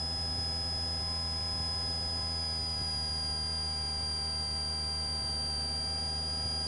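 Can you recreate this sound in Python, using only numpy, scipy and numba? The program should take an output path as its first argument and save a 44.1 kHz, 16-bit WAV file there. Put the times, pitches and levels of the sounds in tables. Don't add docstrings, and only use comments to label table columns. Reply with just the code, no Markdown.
import sys
import numpy as np
from scipy import signal
from scipy.fft import rfft, irfft, next_fast_len
from scipy.io import wavfile
from scipy.ndimage import uniform_filter1d
from numba import njit

SR = 44100
rng = np.random.default_rng(int(sys.argv[2]) if len(sys.argv) > 2 else 0)


def digitize_waveform(pressure):
    field = np.atleast_2d(pressure).T
    bounded = np.clip(field, -1, 1)
    quanta = np.round(bounded * 32767).astype(np.int16)
    wavfile.write(sys.argv[1], SR, quanta)


def convert_level_to_amplitude(level_db):
    exponent = np.asarray(level_db, float) / 20
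    return 10 ** exponent


N = 294147

# time in seconds, ripple frequency in Hz.
ALTERNATOR_SPEED = [(0, 5065), (.45, 5052.5), (.7, 5055), (1.05, 5052), (1.6, 5052.5), (1.95, 5023),
                    (2.25, 5014), (2.55, 4967), (3.3, 4812), (3.5, 4799), (3.75, 4795), (4.1, 4760),
                    (4.5, 4746), (4.75, 4749), (5.63, 4724), (6.05, 4789), (6.4, 4818), (6.67, 4821)]
# multiple in sixths of the ripple, level in dB rms, lift at full load in dB.
RIPPLE_PARTIALS = [(1, -65.5, 2.5), (2, -60.5, 1.5), (4, -60.5, 1.5), (6, -35.5, 0.7), (8, -68, 2.3),
                   (12, -49, 1.1)]
# multiple of the firing, bus level in dB rms, lead in radians.
PULSE_HARMONICS = [(1, -43, 0.25), (2, -50, -0.25), (3, -55.5, 0.15), (4, -76.5, -0.14), (5, -65.5, -0.2),
                   (6, -59, -0.26), (7, -63, -0.026)]
# time in seconds, kick in dB.
STROBE_FLASHES = [
    (.3875, -31),
    (1.6015, -31),
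    (2.8155, -34.5),
    (4.0295, -32.5),
    (5.2425, -38),
    (6.457, -32),
]
# start in seconds, stop in seconds, held level of the row-rate tone in dB.
DISPLAY_SCANS = [
    (1.02, 1.895, -55.5),
    (2.123, 5.3, -59),
]
# multiple of the frame rate, level in dB.
FRAME_BUSY_COMB = [(2, -2.5), (3, -7.5), (4, -6), (5, -6.5), (6, -5.5), (10, -17), (14, -15)]
# multiple of the frame rate, level in dB.
FRAME_STEADY_COMB = [(6, -70), (9, -73), (10, -72), (11, -77), (12, -76), (14, -77), (17, -81), (18, -72)]
# multiple of the dimmer rate, level in dB.
DIMMER_COMB = [(4, -68), (8, -58.5), (10, -71), (12, -59.5), (16, -61), (18, -77), (20, -64), (22, -79),
               (24, -67), (26, -80), (28, -71), (32, -74), (36, -78), (40, -81)]
# multiple of the inverter rate, level in dB.
INVERTER_COMB = [(1, -62.5), (2, -51.5), (3, -70.5), (4, -79.5)]
# multiple of the fan rate, level in dB.
FAN_COMB = [(1, -61), (2, -65)]
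# frequency in Hz, level in dB per Hz.
SHARED_HISS = [(10, -84), (30, -78), (60, -84), (120, -79), (200, -82.5), (300, -86), (600, -87),
               (1000, -91), (2000, -95), (4000, -96), (12000, -96)]
# frequency in Hz, level in dB per Hz.
OWN_HISS = [(10, -85), (30, -90), (80, -95), (200, -97), (400, -94.8), (3000, -94.8), (12000, -95.5)]
# frequency in Hz, gain in dB.
LINE_COUPLING = [(10, -29), (40, -14), (60, 2.5), (78, 1.5), (105, 5.5), (140, -0.5), (200, 1.5), (400, 0)]
# frequency in Hz, gain in dB.
CONVERTER_EDGE = [(9300, -0.5), (9700, -2.5), (10100, -6.5), (10300, -10), (10450, -12.5), (10600, -34.5),
                  (11000, -74), (12000, -100.5)]
# first time in seconds, period in seconds, delay in turns.
CYCLING_LOADS = [
    (.175, 1.2252, .25),
    (.31, 1.2242, .25),
    (.517, 1.2315, .17),
    (.64, 1.233, .2),
    (.772, 1.232, .2),
    (1.007, 1.214, .25),
]
# time in seconds, delay in turns.
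STRAY_DELAYS = [
    (2.072, .14),
    (2.956, .14),
    (3.312, .18),
    (4.113, .1),
    (4.541, .14),
    (5.338, .2),
    (5.991, .12),
]


def in_time(rows):
    s, *columns = np.transpose(rows)
    return [np.interp(np.arange(N) / SR, s, c) for c in columns]


def coloured(x, points):
    size = next_fast_len(N + 4096)
    hz, db = np.transpose(points)
    bins_hz = np.arange(size // 2 + 1) * SR / size
    gain = convert_level_to_amplitude(np.interp(np.log(bins_hz + 1), np.log(hz), db))
    return irfft(rfft(x, size) * gain, size)[..., :N]


def drift(rate_hz):
    r = np.exp(-80 * np.pi * rate_hz / SR)
    noise = rng.standard_normal(N // 40 + 4002)
    slow = signal.lfilter([1], [1, -2 * r, r * r], noise)[4000:]
    slow = (slow - slow.mean()) / slow.std()
    return np.interp(np.arange(N) / 40, np.arange(len(slow)), slow)


def fading(steps, rise_s, fall_s):
    up, down = np.exp(-1 / (rise_s * SR)), np.exp(-1 / (fall_s * SR))
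    decaying = signal.lfilter([1], [1, -down], steps + 1e-18)
    return signal.lfilter([1 - up], [1, -up], decaying)


def impulses(seconds, values):
    clicks = np.zeros(N)
    clicks[(np.asarray(seconds) * SR).astype(int)] = values
    return clicks


def at_strobe(values):
    return impulses(np.array(STROBE_FLASHES)[:, 0], values)


def comb(turns, lines, wobble, scatter):
    waver = [1 + wobble * drift(5.6) for group in range(3)]
    total = np.zeros(N)
    for i, (k, db) in enumerate(lines):
        phase = 2 * np.pi * (round(k) * turns + scatter * rng.random())
        total += np.sqrt(2) * convert_level_to_amplitude(db) * waver[i % 3] * np.cos(phase)
    return total


def white_noise(channels):
    return rng.standard_normal((channels, N)) * np.sqrt(SR / 2)


def input_hiss():
    return coloured(white_noise(2), OWN_HISS)


def bus_hiss():
    return coloured(white_noise(1)[0], SHARED_HISS)


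def fan(seconds):
    return comb(70.16 * seconds, FAN_COMB, wobble=.05, scatter=1)


def inverter(seconds):
    turns = 398.73 * seconds + 0.011 * drift(0.68)
    return comb(turns, INVERTER_COMB, wobble=0.029, scatter=1.0)


def dimmer(seconds):
    turns = 82.37 * seconds + 0.0081 * drift(0.33)
    odd_lines = [(k, -73.5 - .3 * max(k - 13, 0)) for k in range(3, 44, 2)]
    return comb(turns, [*DIMMER_COMB, *odd_lines], wobble=0.083, scatter=0.21)


def scan_levels():
    edge_s, surge_s, creep_s, warn_s = 0.045, .27, .4, .12
    row_idle_db, row_edge_db, frame_idle_db = -71.5, -62.5, -54.5
    row_db, frame_db = row_idle_db, frame_idle_db
    for on, off, db in DISPLAY_SCANS:
        rows, = in_time([
            (on - creep_s, row_idle_db), (on - edge_s, row_edge_db),
            (on + 2 * edge_s, -51.5),
            (on + surge_s, db), (off - creep_s, db),
            (off - warn_s, db + 3),
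            (off - edge_s, db), (off + edge_s, row_edge_db), (off + creep_s, row_idle_db)])
        low = db - 9.5
        frames, = in_time([(on + edge_s, frame_idle_db), (on + surge_s + edge_s, low),
                           (off - creep_s, low), (off, frame_idle_db)])
        row_db, frame_db = np.maximum(row_db, rows), np.minimum(frame_db, frames)
    return row_db, frame_db


def display(seconds):
    row_db, frame_db = scan_levels()
    frame = 128.09 * seconds + 0.0058 * drift(0.63)
    rows = convert_level_to_amplitude(row_db) * comb(frame, [(8, -.3)], wobble=.02, scatter=1)
    octave_db = np.clip(row_db + 60, -11, 0)
    row_octave = convert_level_to_amplitude(octave_db) * comb(frame, [(16, -63.8)], wobble=.12, scatter=1)
    busy = convert_level_to_amplitude(frame_db) * comb(frame, FRAME_BUSY_COMB, wobble=0.062, scatter=1.0)
    steady = comb(frame, FRAME_STEADY_COMB, wobble=0.11, scatter=0.58)
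    return rows + row_octave + busy + steady


def panel():
    seconds = np.arange(N) / SR
    return display(seconds) + dimmer(seconds) + inverter(seconds) + fan(seconds)


def strobe():
    kicks = at_strobe(convert_level_to_amplitude(np.array(STROBE_FLASHES)[:, 1]))
    dip = fading(kicks, rise_s=.0007, fall_s=.0012)
    return -2.4 * signal.sosfilt(signal.butter(2, 70, "high", fs=SR, output="sos"), dip)


def late_pulses():
    late = []
    for first, period, turns in CYCLING_LOADS:
        for k in range(6):
            s = first + k * period
            if s < N / SR:
                late.append((s, turns * (1 - .06 * s)))
    return np.transpose([*late, *STRAY_DELAYS])


@njit
def entrain(pushes, firing, resets, pull, restart):
    lead, out = 0.0, np.zeros(len(pushes))
    for i in range(len(pushes)):
        lead += pushes[i] - pull * np.sin(2 * np.pi * lead)
        if resets[i] > 0:
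            lead += (restart - firing[i] - lead + .3) % 1 - .3
        out[i] = lead
    return out


def regulator(ripple_turns):
    firing = .016182 * ripple_turns - .12
    seconds, delay = late_pulses()
    stalls = uniform_filter1d(impulses(seconds, -delay), size=130)
    stalls = 1.15 * stalls - .3 * np.roll(stalls, 600)
    lead = entrain(stalls, firing, at_strobe(1.0), 1.3 / SR, .58)
    lead = uniform_filter1d(lead, size=90) + .022 * drift(60) + .025 * drift(2.8)
    return 2 * np.pi * firing, 2 * np.pi * lead


def hum(fired):
    pulse = np.zeros(N)
    for k, db, lead in PULSE_HARMONICS:
        pulse += np.sqrt(2) * convert_level_to_amplitude(db) * np.cos(round(k) * fired + lead)
    return pulse * convert_level_to_amplitude(0.6 * drift(38))


def pulse_bend(ripple_hz):
    slow_hz, fast_hz = 4800, 5060
    weakest_s, strobe_period_s = .27, 1.214
    fast = np.clip((ripple_hz - slow_hz) / (fast_hz - slow_hz), 0, 1)
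    cycle = np.cos(2 * np.pi * (np.arange(N) / SR - weakest_s) / strobe_period_s)
    swing = 0.065 * cycle * (1.3 + .5 * cycle)
    return 0.52 - fast * (0.19 + swing)


def whine(ripple_hz, ripple_turns, bend, fired):
    pulley = 2 * np.pi * .006595 * ripple_turns
    rocked = 0.18 * np.sin(pulley) + .07 * np.sin(2 * pulley + 0.83)
    rocked += 0.055 * drift(33) + 0.068 * drift(150) + .35 * drift(2.8)
    ahead = 2.55 - .0021 * (5050 - ripple_hz)
    bent = bend * np.cos(fired + ahead) + .07 * np.cos(2 * fired + 2.4) + .027 * np.cos(3 * fired + 2.8)
    phase = 2 * np.pi * ripple_turns + bent + rocked
    swell = 1 + .088 * np.cos(fired - 1.2) + .037 * np.cos(2 * fired - .6) + .015 * np.cos(3 * fired - .4)
    swell = swell + 0.0052 * drift(25)
    load = fading(at_strobe(1.0), rise_s=0.0086, fall_s=.6) + 0.29 * drift(4.4)
    total = np.zeros(N)
    for k, db, load_db in RIPPLE_PARTIALS:
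        total += np.sqrt(2) * convert_level_to_amplitude(db + load_db * load) * swell * np.cos(round(k) * phase / 6)
    return total


def scene():
    inertia_s = .1
    ripple_hz = uniform_filter1d(in_time(ALTERNATOR_SPEED)[0], size=int(inertia_s * SR))
    ripple_turns = np.cumsum(ripple_hz) / SR
    firing, lead = regulator(ripple_turns)
    field = firing + uniform_filter1d(lead, size=400)
    kicks_and_hum = coloured(strobe() + hum(firing + lead), LINE_COUPLING)
    bus = bus_hiss() + panel() + kicks_and_hum
    bus = bus + whine(ripple_hz, ripple_turns, pulse_bend(ripple_hz), field)
    return bus + input_hiss()


def low_pass(x):
    return signal.sosfilt(signal.butter(12, 11590, fs=SR, output="sos"), x)


def record(dry):
    balance = convert_level_to_amplitude(-.1 * np.array([[1], [-1]]))
    mix = coloured(dry, CONVERTER_EDGE) * balance - .0017
    return low_pass(mix)


dry = scene()
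out = record(dry)
digitize_waveform(out)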